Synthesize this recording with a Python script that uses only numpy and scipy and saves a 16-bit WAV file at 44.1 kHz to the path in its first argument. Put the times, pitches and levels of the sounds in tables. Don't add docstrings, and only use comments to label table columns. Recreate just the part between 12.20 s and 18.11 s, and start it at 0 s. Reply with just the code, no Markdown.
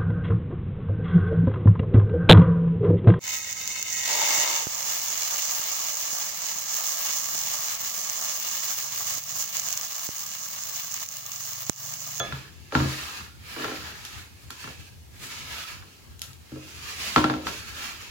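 import sys
import numpy as np
from scipy import signal
from scipy.fft import rfft, irfft
from scipy.io import wavfile
from scipy.ndimage import uniform_filter1d

SR = 44100
rng = np.random.default_rng(int(sys.argv[2]) if len(sys.argv) > 2 else 0)


def persist_wave(psi):
    counts = np.round(np.clip(psi, -1, 1) * 32767).astype(np.int16)
    wavfile.write(sys.argv[1], SR, np.atleast_2d(counts).T)


N = 260577
TIME = np.arange(N) / SR

# scrape/dB, powder hiss/dB, rumble/dB
HAND_STROKES = [(0.053, 0.14, 0.18, -45.5, 1, -12, -1), (0.32, 0.17, 0.34, -57.5, -30, -14, -14),
                (0.562, 0.061, 0.079, -38, 2.5, -26, -18), (0.702, 0.18, 0.29, -37, -1.5, -6, -13.5),
                (1.303, 0.12, 0.098, -44, 1, -5, -29), (1.439, 0.17, .3, -39.5, 2, -11.5, -7.5),
                (1.88, 0.29, 0.14, -45.5, -2.5, -5.5, -18), (2.21, 0.094, 0.071, -59.5, -1, 0, -16),
                (2.315, 0.026, 0.014, -47.5, -4, -7, -9), (2.422, .1, 0.067, -44, -4.5, -5, -13),
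                (2.6, .12, 0.074, -52.5, -6, -6, -19), (2.958, 0.077, 0.019, -57.5, -2, -1, -1),
                (3.038, 0.072, .03, -42.5, -4.5, -1, -9.5), (3.118, 0.079, 0.11, -40.5, -6, -6.5, -24),
                (3.34, 0.22, 0.18, -40.5, 0, -7.5, -17.5), (3.68, 0.19, 0.39, -57.5, -2, -10, -2.5),
                (4.037, 0.033, 0.0089, -51.5, 1, 1, -11), (4.323, .2, .1, -58.5, -3, -8, -16),
                (4.492, 0.25, 0.08, -48, -8, -5, -3.5), (4.71, 0.29, 0, -40, -3.5, -6, -15),
                (4.844, 0.24, 0.16, -34.5, -5.5, -5.5, -20), (5.114, 0.08, 0.22, -48.5, 0, -12, 1),
                (5.271, 0.043, 0.12, -39.5, -5.5, -6.5, -2.5), (5.646, 0.43, 0.062, -38.5, -1, -7.5, -13),
                (5.847, 0.28, .1, -46, -3.5, -7.5, -11)]
# t/s, favoured pitch f/Hz (set by the place of the blow),
# thud level/dB, boom level/dB, clang level/dB (boom and clang before small trims)
PLATE_KNOCKS = [(0.001, 654, -39.5, -36.5, -34.5), (0.124, 136, -33.5, -54, -36),
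                (0.523, 460, -66, -34, -38.5), (1.007, 210, -49, -74, -44.5), (1.444, 417, -57, -36, -32.5),
                (2.304, 220, -57, -73, -44), (2.442, 400, -47, -50.5, -43),
                (2.475, 520, -44.5, -49.5, -44.5), (3.625, 700, -60, -65, -53), (4.319, 306, -41, -38, -57),
                (4.359, 494, -48, -44, -55.5), (4.98, 340, -36, -30.5, -27), (5.269, 817, -49, -44, -31.5)]
# t/s, level/dB before the trim
SHARP_TICKS = [(1.851, -36.5), (2.306, -37.5), (3.994, -45), (4.018, -29.5), (4.028, -50), (4.132, -48)]
# f/Hz, relative level/dB, time to fall by 60 dB/s
PLATE_MODES = [(77, -7.5, 0.26), (134.1, -1, 0.34), (217.7, -5, 0.13), (256.3, 2.5, 0.22), (308, 0, 0.42),
               (355, -8, 0.35), (435, -5.5, 0.19), (532.4, -7, 0.26), (598, -13.5, 0.33), (770, -2, 0.28),
               (833, 6, 0.088), (935, 0, 0.39), (1038, -0.5, 0.5), (1117, 2.5, 0.31), (1295, -8, 0.52),
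               (1354, 16.5, 0.11), (1394, 2.5, 0.35), (1510, 0, 0.36), (1665, 4, 0.42), (1784, 0.5, 0.18)]
# f/Hz, level/dB, time to fall by 60 dB/s
BANGLE_TONES = [(353, -38.5, 0.19), (680, -32, 0.29), (1230, -34.5, 0.35), (1683, -35.5, 0.54),
                (2610, -61, 0.4), (3403, -26.5, 0.22), (3456, -36.5, 0.54), (6480, -29.5, 0.18)]
# t/s, first gap/s, each gap over the last, number of blows, pitch f/Hz,
# thud level/dB, boom level/dB, clang level/dB, clang lost per blow/dB
PLATE_ROCKING = [(0.551, .051, .84, 3, 292, -23, -25, -22, 11.5),
                 (4.961, .0805, .705, 4, 277, -28, -20.5, -16.5, 6)]
# t/s, thud level/dB
PALM_THUMPS = [(3.234, -49), (4.075, -53)]

# f/Hz, level/dB
RUSTLE_COLOUR = [(500, -15), (1200, -17), (2050, -0.5), (2600, 1), (3300, -4), (4500, -3), (5500, -5.5),
                 (7200, -5), (8200, -27), (12000, -53)]
SCRAPE_COLOUR = [(300, -15.5), (650, -17.5), (850, -5.5), (1100, -4.5), (1320, 3), (1500, -3.5), (1700, 3),
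                 (1950, -0.5), (2800, -20)]
POWDER_COLOUR = [(5000, -37), (7500, 8), (8700, 0.5), (10000, 4), (13000, -1.5), (16000, -3)]
RUMBLE_COLOUR = [(60, -25), (130, -8.5), (190, -2.5), (280, -6), (420, -6), (650, -22), (1100, -37)]
TICK_COLOUR = [(700, -14), (2200, -6.5), (3100, 4), (5000, 0), (7000, 4), (8500, -9), (11000, -2),
               (16000, -11)]
ROOM_COLOUR = [(20, -36), (40, -13.5), (60, -4), (80, 5.5), (105, -3), (135, -5.5), (180, -13.5),
               (300, -17), (600, -26.5), (900, -23.5), (1500, -37), (5000, -31), (16000, -34)]

TOP_HZ = 16000
RISE_DB, SAG_DB_PER_S, RELEASE_DB_PER_S = 25, 21.5, 103
REST_DB, REST_SCRAPE_DB, REST_POWDER_DB, REST_RUMBLE_DB = -64.5, -72, -87, -65
CONTACT_TICK_DB = -6
BOUNCE_LOSS_DB = 4
JUDDER_S, JUDDER_GAP_S, JUDDER_HZ = 1.367, .037, 408
JUDDER_THUD_DB, JUDDER_BOOM_DB, JUDDER_CLANG_DB = -55, -39.5, -42
THUMP_HZ, THUMP_BOOM_DB, THUMP_CLANG_DB = 193, -15, -30


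def undb(db):
    return 10 ** (np.asarray(db) / 20)


def unit(x):
    return x / np.sqrt(np.mean(x ** 2))


def colour(x, points):
    hz, db = np.transpose(points)
    size = 4096
    f = np.maximum(np.fft.rfftfreq(size, 1 / SR), 1)
    level_db = np.interp(np.log(f), np.log(hz), db)
    cepstrum = irfft(np.log(undb(level_db)))
    cepstrum[1:size // 2] *= 2
    cepstrum[size // 2 + 1:] = 0
    response = irfft(np.exp(rfft(cepstrum)))
    return signal.fftconvolve(x, response[None], axes=1)[:, :x.shape[1]]


def band(x, lo_hz, hi_hz, order=3):
    limits = [lo_hz, min(hi_hz, SR / 2 - 1)]
    return signal.sosfilt(signal.butter(order, limits, "band", fs=SR, output="sos"), x)


def fade(t, t60):
    return np.exp(-np.log(1000) * t / t60)


def pan(db):
    return undb(np.array([[db], [-db]]) / 2)


def noise(count, split_hz):
    mid, side = rng.standard_normal((2, count))
    side = signal.sosfilt(signal.butter(1, split_hz, "high", fs=SR, output="sos"), side)
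    return np.array([mid + side, mid - side])


def walk(rate):
    k = int(SR / rate)
    steps = np.repeat(rng.standard_normal(N // k + 1), k)
    return unit(uniform_filter1d(steps, k)[:N])


def add(out, s, x):
    i = max(int(s * SR), 0)
    out[:, i:i + x.shape[1]] += x[:, :N - i]


def blow(x, db):
    count = int(.03 * SR)
    return x * undb(db) / np.sqrt(np.mean(x[:, :count] ** 2))


def kitchen():
    air = unit(colour(noise(N, 110), ROOM_COLOUR))
    bass = signal.sosfiltfilt(signal.butter(2, 220, fs=SR, output="sos"), air)
    hiss = air - bass
    return (bass * undb(3.0 * walk(16)) + hiss) * undb(-49.5) * pan(2.1)


def effort():
    power = undb([[REST_DB], [REST_SCRAPE_DB], [REST_POWDER_DB], [REST_RUMBLE_DB]]) ** 2
    for s, rise, hold, db, scrape_db, powder_db, rumble_db in HAND_STROKES:
        t = TIME - s
        swell = RISE_DB * (np.maximum(-t, 0) / max(rise, .005)) ** 1.24
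        decline = SAG_DB_PER_S * np.maximum(t, 0) + RELEASE_DB_PER_S * np.maximum(t - hold, 0)
        gain = undb(db - np.minimum(swell + decline, 100))
        layers = undb([[0], [scrape_db], [powder_db], [rumble_db]])
        power = power + (layers * gain) ** 2
    return np.sqrt(power)


def crumbs(scatter_db, tail_db, per_s):
    size_db = scatter_db * np.minimum(rng.exponential(size=N), 6)
    size = undb(size_db) * rng.choice([-1, 1], N)
    slips = size * (rng.random(N) < per_s / SR)
    t = TIME[:SR // 20]
    paths = undb(tail_db) * rng.standard_normal((2, len(t))) * fade(t, 0.049)
    paths[0, 0] += 1
    paths[1, 5] += 1
    return unit(signal.fftconvolve(slips[None], paths, axes=1)[:, :N])


def wander(x, depth_db, rate):
    f, s, cells = signal.stft(x, SR, nperseg=1024)
    drift = uniform_filter1d(rng.standard_normal(cells.shape), size=3, axis=1)
    drift = unit(uniform_filter1d(drift, max(int(1 / (rate * s[1])), 1), axis=2))
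    depth = depth_db / (1 + f[:, None] / 5000)
    return signal.istft(cells * undb(depth * drift), SR)[1][:, :N]


def rubbing(rustle_gain, scrape_gain, powder_gain):
    grip_db = 0.99 * walk(40)
    slips = crumbs(scatter_db=3.1, tail_db=-23, per_s=4500)
    grains = wander(unit(slips + undb(5.0) * noise(N, 370)), depth_db=4.5, rate=6)
    rustle = unit(colour(grains, RUSTLE_COLOUR)) * pan(-2.6) * undb(3.0)
    scrape = unit(colour(grains, SCRAPE_COLOUR)) * pan(3.3) * undb(0.02)
    powder = unit(colour(grains, POWDER_COLOUR)) * pan(1.3) * undb(-1.0)
    mix = rustle * rustle_gain + scrape * scrape_gain + powder * powder_gain
    return mix * undb(grip_db)


def pressing(gain):
    rumble = unit(colour(noise(N, 680), RUMBLE_COLOUR))
    return rumble * gain * undb(2.7 * walk(14) - 2)


def bangle():
    out, t = np.zeros((2, N)), TIME[:SR // 2]
    for hz, db, t60 in BANGLE_TONES:
        phase = rng.uniform(0, 2 * np.pi) + np.array([[0], [1.2]])
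        tone = undb(db) * fade(t, t60) * np.sin(2 * np.pi * hz * t + phase)
        add(out, 0, tone * pan(-3.5))
    for s, db in SHARP_TICKS:
        snap = noise(len(t), 800) * (fade(t, 0.0041) + undb(-21) * fade(t, 0.27))
        add(out, s, blow(colour(snap, TICK_COLOUR), db - 5.5) * pan(2.0))
    return out


def knock(place_hz, thud_db, boom_db, clang_db, tick_db):
    t = TIME[:int(SR * .7)]
    hz, db, t60 = np.transpose(PLATE_MODES)[:, :, None]
    chance = rng.standard_normal((4, len(PLATE_MODES), 1))
    softness = np.clip((boom_db - clang_db) / 20, 0, 1)

    favour_db = 6 * np.exp(-(np.log2(hz / place_hz) / 0.17) ** 2)
    size = undb(db + favour_db + 1.4 * chance[2]) * fade(t, t60)
    phase = 2 * np.pi * hz * (1 + 0.0029 * chance[0]) * t + np.pi * chance[1]
    shift = chance[3] * (hz / 1000) ** 1.37
    modes = np.array([np.sum(size * np.sin(phase + side * shift), axis=0) for side in (1, -1)])
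    tail = noise(len(t), 520) * fade(t, 0.42)
    ring = blow(modes, 0) + blow(tail, 2.1 - 12 * softness)

    body = ring * (1 - np.exp(-t / 0.00081))
    thud = blow(band(body, 57, 196), thud_db)
    boom_band = band(body, 0.66 * place_hz, 740 - 170 * softness, order=4)
    boom = blow(boom_band, boom_db + .5) * pan(0.61)

    contact = np.sin(2 * np.pi * 1330 * t + np.array([[0], [1.6]])) * fade(t, 0.002)
    clang_ring = band(ring, 870, 1690, order=4) * fade(t, 1.0)
    clang = blow(clang_ring, 0) + blow(band(contact, 900, 1930), -1.5)
    clang = blow(clang, clang_db + 0.062) * pan(1.2)

    tick_shape = fade(t, 0.022) + undb(-11.5) * fade(t, 0.42)
    tick = band(noise(len(t), 800), 1800, 4100, order=2) * tick_shape
    return thud + boom + clang + blow(tick, tick_db)


def knocks():
    out = np.zeros((2, N))
    for s, hz, thud_db, boom_db, clang_db in PLATE_KNOCKS:
        add(out, s, knock(hz, thud_db, boom_db, clang_db, clang_db + CONTACT_TICK_DB))
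    return out


def rocking():
    out = np.zeros((2, N))
    for s, gap, ratio, count, hz, thud_db, boom_db, clang_db, dulling_db in PLATE_ROCKING:
        for k in range(round(count)):
            loss = k * BOUNCE_LOSS_DB
            clang = clang_db - k * dulling_db
            add(out, s, knock(hz, thud_db - loss, boom_db - loss, clang, clang + CONTACT_TICK_DB - 3))
            s = s + gap * ratio ** k
    return out


def judder(count=5):
    out = np.zeros((2, N))
    for k in range(count):
        s = JUDDER_S + JUDDER_GAP_S * (k + .12 * rng.standard_normal())
        hit = knock(JUDDER_HZ, JUDDER_THUD_DB, JUDDER_BOOM_DB, JUDDER_CLANG_DB, JUDDER_CLANG_DB - 12)
        add(out, s, hit)
    return out


def thumps():
    out = np.zeros((2, N))
    for s, db in PALM_THUMPS:
        clang_db = db + THUMP_CLANG_DB
        add(out, s, knock(THUMP_HZ, db, db + THUMP_BOOM_DB, clang_db, tick_db=clang_db))
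    return out


def scene():
    rustle, scrape, powder, rumble = effort()
    hand = rubbing(rustle, scrape, powder) + pressing(rumble)
    plate = knocks() + rocking() + judder() + thumps()
    return hand + plate + bangle() + kitchen()


def record(dry):
    low_pass = signal.ellip(10, .2, 70, TOP_HZ, fs=SR, output="sos")
    return signal.sosfilt(low_pass, np.clip(dry, -1, 1))


dry = scene()
out = record(dry)
persist_wave(out)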